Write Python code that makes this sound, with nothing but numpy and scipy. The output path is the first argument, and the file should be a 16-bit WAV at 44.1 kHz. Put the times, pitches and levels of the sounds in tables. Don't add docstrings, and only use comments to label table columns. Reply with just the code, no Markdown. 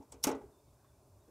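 import sys
import numpy as np
from scipy import signal
from scipy.fft import rfft, irfft, next_fast_len
from scipy.io import wavfile
from scipy.ndimage import map_coordinates

SR = 44100
rng = np.random.default_rng(int(sys.argv[2]) if len(sys.argv) > 2 else 0)


def volts_from_db(level):
    exponent = np.asarray(level, float) / 20
    return 10 ** exponent


def int16_out(signal):
    q = np.round(np.clip(np.atleast_2d(signal).T, -1, 1) * 32767)
    wavfile.write(sys.argv[1], SR, q.astype(np.int16))


N = 57330

# (time [s], crack level [dB], crack t60 [s], panel blow level [dB], knock pitch [Hz])
CONTACTS = [(-.002, -90, 0.068, -48.5, 266), (.008, -100, 0.046, -61.5, 785),
            (0.023, -71.5, 0.082, -82.5, 895), (.102, -74, 0.025, -75.5, 960),
            (.1216, -54, 0.089, -55.5, 910), (.140, -63, 0.036, -51.5, 377), (0.145, -75, 0.041, -73, 2406),
            (.2390, -24.5, 0.05, -43.5, 2460), (0.2446, -33, 0.048, -37, 1020),
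            (0.2693, -36.5, 0.047, -32.5, 410), (0.2732, -42.5, 0.098, -30, 943),
            (.289, -45.5, 0.077, -30, 471), (0.3138, -49, 0.056, -45, 1140), (.326, -64, 0.034, -35, 420),
            (0.348, -62.5, 0.095, -64, 460), (.415, -72.5, .06, -52, 630), (.844, -78, 0.026, -73.5, 1310),
            (1.278, -100.5, .05, -51.5, 320)]
# (time [s], level [dB], pitch [Hz], t60 [s])
KNOCKS = [(.002, -44.5, 280, 0.043), (0.011, -55.5, 840, 0.067), (.024, -79, 2380, 0.046),
          (.027, -52.5, 890, 0.049), (.037, -77, 410, 0.018), (.126, -63, 2270, 0.042),
          (.124, -63, 910, 0.033), (.147, -66, 2350, 0.06), (.2694, -16.5, 290, .045),
          (.2425, -47, 1090, .05), (.246, -37, 880, 0.04), (.243, -40.5, 165, 0.11), (.272, -43, 180, 0.1),
          (.2745, -29, 845, 0.076), (.300, -39, 276, 0.27), (.303, -36.5, 465, .16),
          (.350, -36.5, 420, 0.11), (.412, -52, 827, 0.11), (.1265, -61, 8050, .045),
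          (.248, -42, 257, 0.063), (.3137, -46, 5700, .025), (.3142, -49, 6600, 0.022),
          (0.396, -51, 420, 0.12), (.29, -44, 149.7, 0.14), (.348, -48, 575, 0.11), (.318, -40, 455, 0.089),
          (.322, -40.5, 270, 0.14), (.282, -34, 594, 0.089), (.2700, -31, 571, 0.052),
          (.2702, -37, 1340, 0.042), (0.2918, -19.5, 393, 0.022), (.438, -42, 390, 0.07),
          (.598, -58.5, 636, 0.028), (.8452, -59.5, 1084, 0.046), (1.279, -62, 320, 0.086)]
# (time [s], level [dB], t60 [s])
SNAPS = [
    (.1225, -56, .016),
    (.1435, -63, .006),
    (.2392, -30, .012),
    (.2692, -32, .007),
]
# (end [s], build-up [s], start pitch [Hz], end pitch [Hz], peak level [dB], overtone level [dB])
SQUEAKS = [
    (0.123, 0.0089, 7610, 7930, -46.5, -26),
    (0.2412, .014, 5200, 6126, -28.5, -4.5),
]
# (frequency [Hz], density [dB])
CRACK = [(710, -25), (1200, -31), (1660, -17.5), (3440, -5.5), (3750, -18), (4460, -7.5), (5350, -0.5),
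         (7390, -1.5), (15700, -12)]
# (frequency [Hz], level [dB], t60 [s])
CASE = [(2125, -11, 0.17), (2577, -6, 0.079), (3847, -5.5, 0.058), (5530, 1, 0.0158), (6860, -12, 0.037),
        (5620, 9, 0.03), (6490, 5, 0.025), (8460, -8, 0.02), (9480, 0, 0.017), (11600, -10, 0.025),
        (11020, -14, 0.017), (13800, -8, 0.02)]
# (frequency [Hz], level [dB], t60 [s])
PANEL = [(270, -4.5, 0.29), (385.4, -13, 0.49), (420, -12.5, 0.49), (472.6, -7, 0.53), (565, -25, 0.22),
         (859.5, -16, 0.22), (1078, -16, 0.12), (1194, -25, 0.26), (1477, -23.5, 0.3), (1657, -22.5, 0.25),
         (1790, -27, 0.13), (1968, -21.5, 0.26), (2418, -23.5, 0.13), (790.6, -14.5, 0.18)]
# (frequency [Hz], density [dB])
BOOM = [(35, -58.5), (60, -6), (183, -2.5), (255, -0.5), (404, -4), (1560, -16.5), (1710, -25.5),
        (2000, -16), (6000, -20.5), (7800, -61), (13200, -120)]
# (frequency [Hz], t60 [s])
BOOM_T60_S = [(100, 0.34), (300, 0.3), (900, 0.24), (2500, 0.24), (6000, 0.155)]
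# (frequency [Hz], t60 [s])
BOX = [(500, 0.41), (3000, 0.28), (12000, 0.11)]
# (time [s], roar level [dB], bright edge level [dB])
TRAFFIC = [(0, -70, -3), (.5, -67, 3), (.67, -71.5, -11), (.8, -72, 6.5), (.92, -72, 6), (1.02, -71, -7),
           (1.15, -70, -5.5), (1.3, -71, 8.5)]
# (frequency [Hz], density [dB])
ROAR = [(110, -23.5), (180, -8.5), (420, 0), (495, -11.5), (598, 0.5), (697, -8.5), (1040, -9),
        (3000, -49.5), (3900, -57), (6600, -120)]
# (frequency [Hz], density [dB])
EDGE = [(800, -120), (1100, -2), (1500, 2), (2100, -12.5), (2800, -120)]
# (time [s], rumble level [dB])
GUSTS = [(0.0, -58), (0.046, -79), (0.136, -61.5), (0.21, -65), (0.269, -58), (0.314, -64), (0.35, -56),
         (0.404, -71), (0.44, -59.5), (0.492, -64.5), (0.516, -72.5), (0.636, -71.5), (0.654, -66),
         (0.73, -62.5), (0.756, -68.5), (0.976, -68.5), (1.056, -63), (1.3, -71)]
# (frequency [Hz], density [dB])
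RUMBLE = [(15, -60), (30, -26), (45, -1), (65, 2.5), (129, -1), (204, -20), (250, -10), (320, -57),
          (550, -120)]
# (time [s], length [s], start pitch [Hz], end pitch [Hz], level [dB])
CHIRPS = [(.519, .055, 3630, 3530, -81), (.568, .045, 3550, 3650, -83), (.676, .02, 3700, 3650, -82),
          (.705, .027, 3500, 3450, -86), (.63, .08, 2300, 2160, -87), (.75, .015, 3720, 3730, -85),
          (.83, .04, 3550, 3560, -86), (.879, .025, 3600, 3400, -81), (.905, .05, 3550, 3500, -89),
          (.912, .06, 2320, 2350, -88), (1.199, .04, 3800, 3720, -83), (1.244, .04, 3400, 3400, -88)]
# (frequency [Hz], density [dB])
HISS = [(1470, -18.5), (2500, -3.5), (3150, -9.5), (3560, -5), (3930, -6), (5390, -2.5), (8420, -2),
        (15700, -7.5)]
# (frequency [Hz], gain [dB])
SIDE_GAIN = [(300, -63.5), (2000, -20.5), (5000, -11.5), (9000, -8.5), (14000, -4.5)]
# (frequency [Hz], density [dB])
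SNAP_EDGE = [(1500, -20), (5000, 4), (15500, 0)]
SCRAPE = [(1040, -30), (5200, 0), (12000, -4), (15500, -12)]

CASE_DB, CRACK_RISE_S = -12, .0011
TICK_DB, TICK_T60_S = -1, 0.0092
HARD_DB, DULLEST_DB, DULL_DB_PER_OCT, DULL_HZ = -44, -5, 2.5, 7000
RING_DB, BOOM_DB, BLOW_RISE_S = -7.5, -9, 0.00027
KNOCK_WIDTH_RATIO = 0.69
SQUEAK_RISE_DB, SQUEAK_T60_S, SQUEAK_ROUGH_RATIO = 28, .035, .45
TONE_STEEPER_RATIO = 1.1
WAVER_RATIO, HARSH_SHARE, SCRAPE_DB = .05, 0.3, -5
BOX_DB, EDGE_DB, HISS_DB = -25, -17.5, -77
BROKEN_DB = 3
SIDE_DB, SIDE_LAG_SAMPLES, PORT_RUMBLE_DB, PORT_PANEL_DB = -19.5, 3, -40, -54
TOP_HZ = 15850


def unit(x):
    return x / np.sqrt(np.mean(x ** 2) + 1e-20)


def along(points, hz):
    f, v = np.transpose(points)
    return np.interp(np.log(hz + 1), np.log(f + 1), v)


def wobble(rate_hz, size=N):
    knots = rng.standard_normal(int(size * rate_hz / SR) + 4)
    return map_coordinates(knots, [np.arange(size) * rate_hz / SR])


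def filtered(x, response):
    m = next_fast_len(x.shape[-1] + 8192)
    spectrum = rfft(x, m) * response(np.fft.rfftfreq(m, 1 / SR))
    return irfft(spectrum, m)[..., :x.shape[-1]]


def noise(spectrum, size=N):
    return unit(filtered(rng.standard_normal(size), lambda hz: volts_from_db(along(spectrum, hz))))


def dying(x, decays):
    hz, t, z = signal.stft(x, SR, nperseg=256)
    decay = volts_from_db(-60 * t / along(decays, hz)[:, None])
    return signal.istft(z * decay, SR, nperseg=256)[1][:len(x)]


def ring(modes, t):
    out = np.zeros(len(t))
    for k, (hz, db, t60_s) in enumerate(modes):
        level_db = db + rng.normal(0, 1.7) - 60 * t / t60_s
        out += (-1) ** k * volts_from_db(level_db) * np.sin(2 * np.pi * hz * t)
    return out


def empty_track():
    return np.zeros(N + 2 * SR)


def add(track, s, x):
    track[SR + round(s * SR):][:len(x)] += x


def trimmed(track):
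    return track[SR:SR + N]


def housing_crack(crack_db, t60_s, t):
    crack = noise(CRACK, size=len(t)) * volts_from_db(-60 * t / t60_s)
    crack += volts_from_db(CASE_DB) * ring(CASE, t)
    crack += volts_from_db(TICK_DB - 60 * t / TICK_T60_S) * rng.standard_normal(len(t))
    softness_db = np.clip(crack_db - HARD_DB, DULLEST_DB, 0)

    def dull(f):
        octaves = np.log2(np.maximum(f / DULL_HZ, 1))
        return volts_from_db(DULL_DB_PER_OCT * softness_db * octaves)

    return volts_from_db(crack_db) * filtered(crack, dull) * (1 - np.exp(-t / CRACK_RISE_S))


def panel_blow(blow_db, hz, t):
    panel = volts_from_db(BOOM_DB) * dying(noise(BOOM, size=len(t)), BOOM_T60_S)
    panel += volts_from_db(RING_DB) * ring(PANEL, t)

    def knock(f):
        damping = 1j * f * hz * KNOCK_WIDTH_RATIO
        return volts_from_db(-along(BOOM, hz)) * damping / (hz * hz - f * f + damping)

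    return volts_from_db(blow_db) * filtered(panel * (1 - np.exp(-t / BLOW_RISE_S)), knock)


def contacts():
    bright, low, t = empty_track(), empty_track(), np.arange(SR // 2) / SR
    for s, crack_db, t60_s, blow_db, hz in CONTACTS:
        add(bright, s, housing_crack(crack_db, t60_s, t))
        add(low, s, panel_blow(blow_db, hz, t))
    return trimmed(bright), trimmed(low)


def snaps():
    out, t = empty_track(), np.arange(SR // 2) / SR
    for s, db, t60_s in SNAPS:
        add(out, s, volts_from_db(db - 60 * t / t60_s) * noise(SNAP_EDGE, size=len(t)))
    return trimmed(out)


def squeaks():
    out, t = empty_track(), np.arange(SR // 10) / SR
    size = len(t)
    for end_s, rise_s, hz0, hz1, db, over_db in SQUEAKS:
        waver = 1 + WAVER_RATIO * volts_from_db(HARSH_SHARE * over_db) * wobble(600, size)
        hz = np.interp(t, [0, rise_s], [hz0, hz1]) * waver
        phase = 2 * np.pi * np.cumsum(hz) / SR
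        building_db = SQUEAK_RISE_DB * (t / rise_s - 1)
        level_db = np.where(t < rise_s, building_db, -60 * (t - rise_s) / SQUEAK_T60_S)
        tone = np.sin(phase) + volts_from_db(over_db) * np.sin(2 * phase)
        tone *= 1 + SQUEAK_ROUGH_RATIO * wobble(867, size)
        scrape = volts_from_db(SCRAPE_DB + HARSH_SHARE * over_db) * noise(SCRAPE, size)
        squeak = volts_from_db(TONE_STEEPER_RATIO * level_db) * tone + volts_from_db(level_db) * scrape
        add(out, end_s - rise_s, volts_from_db(db) * np.minimum(t / 0.00201, 1) * squeak)
    return trimmed(out)


def knocks():
    out, t = empty_track(), np.arange(SR // 5) / SR
    for s, db, hz, t60_s in KNOCKS:
        thump = volts_from_db(db - 60 * t / t60_s) * np.sin(2 * np.pi * hz * t)
        add(out, s, thump * (1 - np.exp(-t * hz / 0.62)))
    return trimmed(out)


def box(x):
    tail = dying(rng.standard_normal(SR // 2), BOX)
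    return signal.fftconvolve(x, tail / np.linalg.norm(tail))[:N]


def traffic():
    s, roar_db, edge_db = np.transpose(TRAFFIC)
    t = np.arange(N) / SR
    edge = volts_from_db(EDGE_DB + np.interp(t, s, edge_db)) * noise(EDGE)
    return volts_from_db(np.interp(t, s, roar_db) + 0.6 * wobble(10)) * (noise(ROAR) + edge)


def rumble():
    s, db = np.transpose(GUSTS)
    level_db = np.interp(np.arange(N) / SR, s, db) + 0.86 * wobble(33)
    return volts_from_db(level_db) * noise(RUMBLE)


def birds():
    out = empty_track()
    for s, length_s, hz0, hz1, db in CHIRPS:
        u = np.linspace(0, 1, round(length_s * SR))
        hz = (hz0 + (hz1 - hz0) * u) * (1 + 0.012 * wobble(230, size=len(u)))
        phase = 2 * np.pi * np.cumsum(hz) / SR
        flutter = unit(volts_from_db(BROKEN_DB * wobble(130, size=len(u))))
        add(out, s, volts_from_db(db) * flutter * np.sin(np.pi * u) ** .5 * np.sin(phase))
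    return trimmed(out)


def hiss():
    return volts_from_db(HISS_DB) * noise(HISS)


def scene():
    bright, low = contacts()
    bright = bright + snaps() + squeaks()
    low = low + knocks()
    mid = bright + low + volts_from_db(BOX_DB) * box(bright)
    mid = mid + traffic() + rumble() + birds() + hiss()
    other = volts_from_db(SIDE_DB) * np.roll(bright, SIDE_LAG_SAMPLES) + hiss()
    side = filtered(other, lambda hz: volts_from_db(along(SIDE_GAIN, hz)))
    side = side + volts_from_db(PORT_RUMBLE_DB) * rumble() + volts_from_db(PORT_PANEL_DB) * box(low)
    return np.array([mid - side, mid + side])


def low_pass(x):
    return signal.sosfilt(signal.butter(12, 15840, fs=SR, output="sos"), x)


def record(dry):
    mix = filtered(dry, lambda hz: np.clip((TOP_HZ - hz) / 250, 0, 1))
    return low_pass(mix)


dry = scene()
out = record(dry)
int16_out(out)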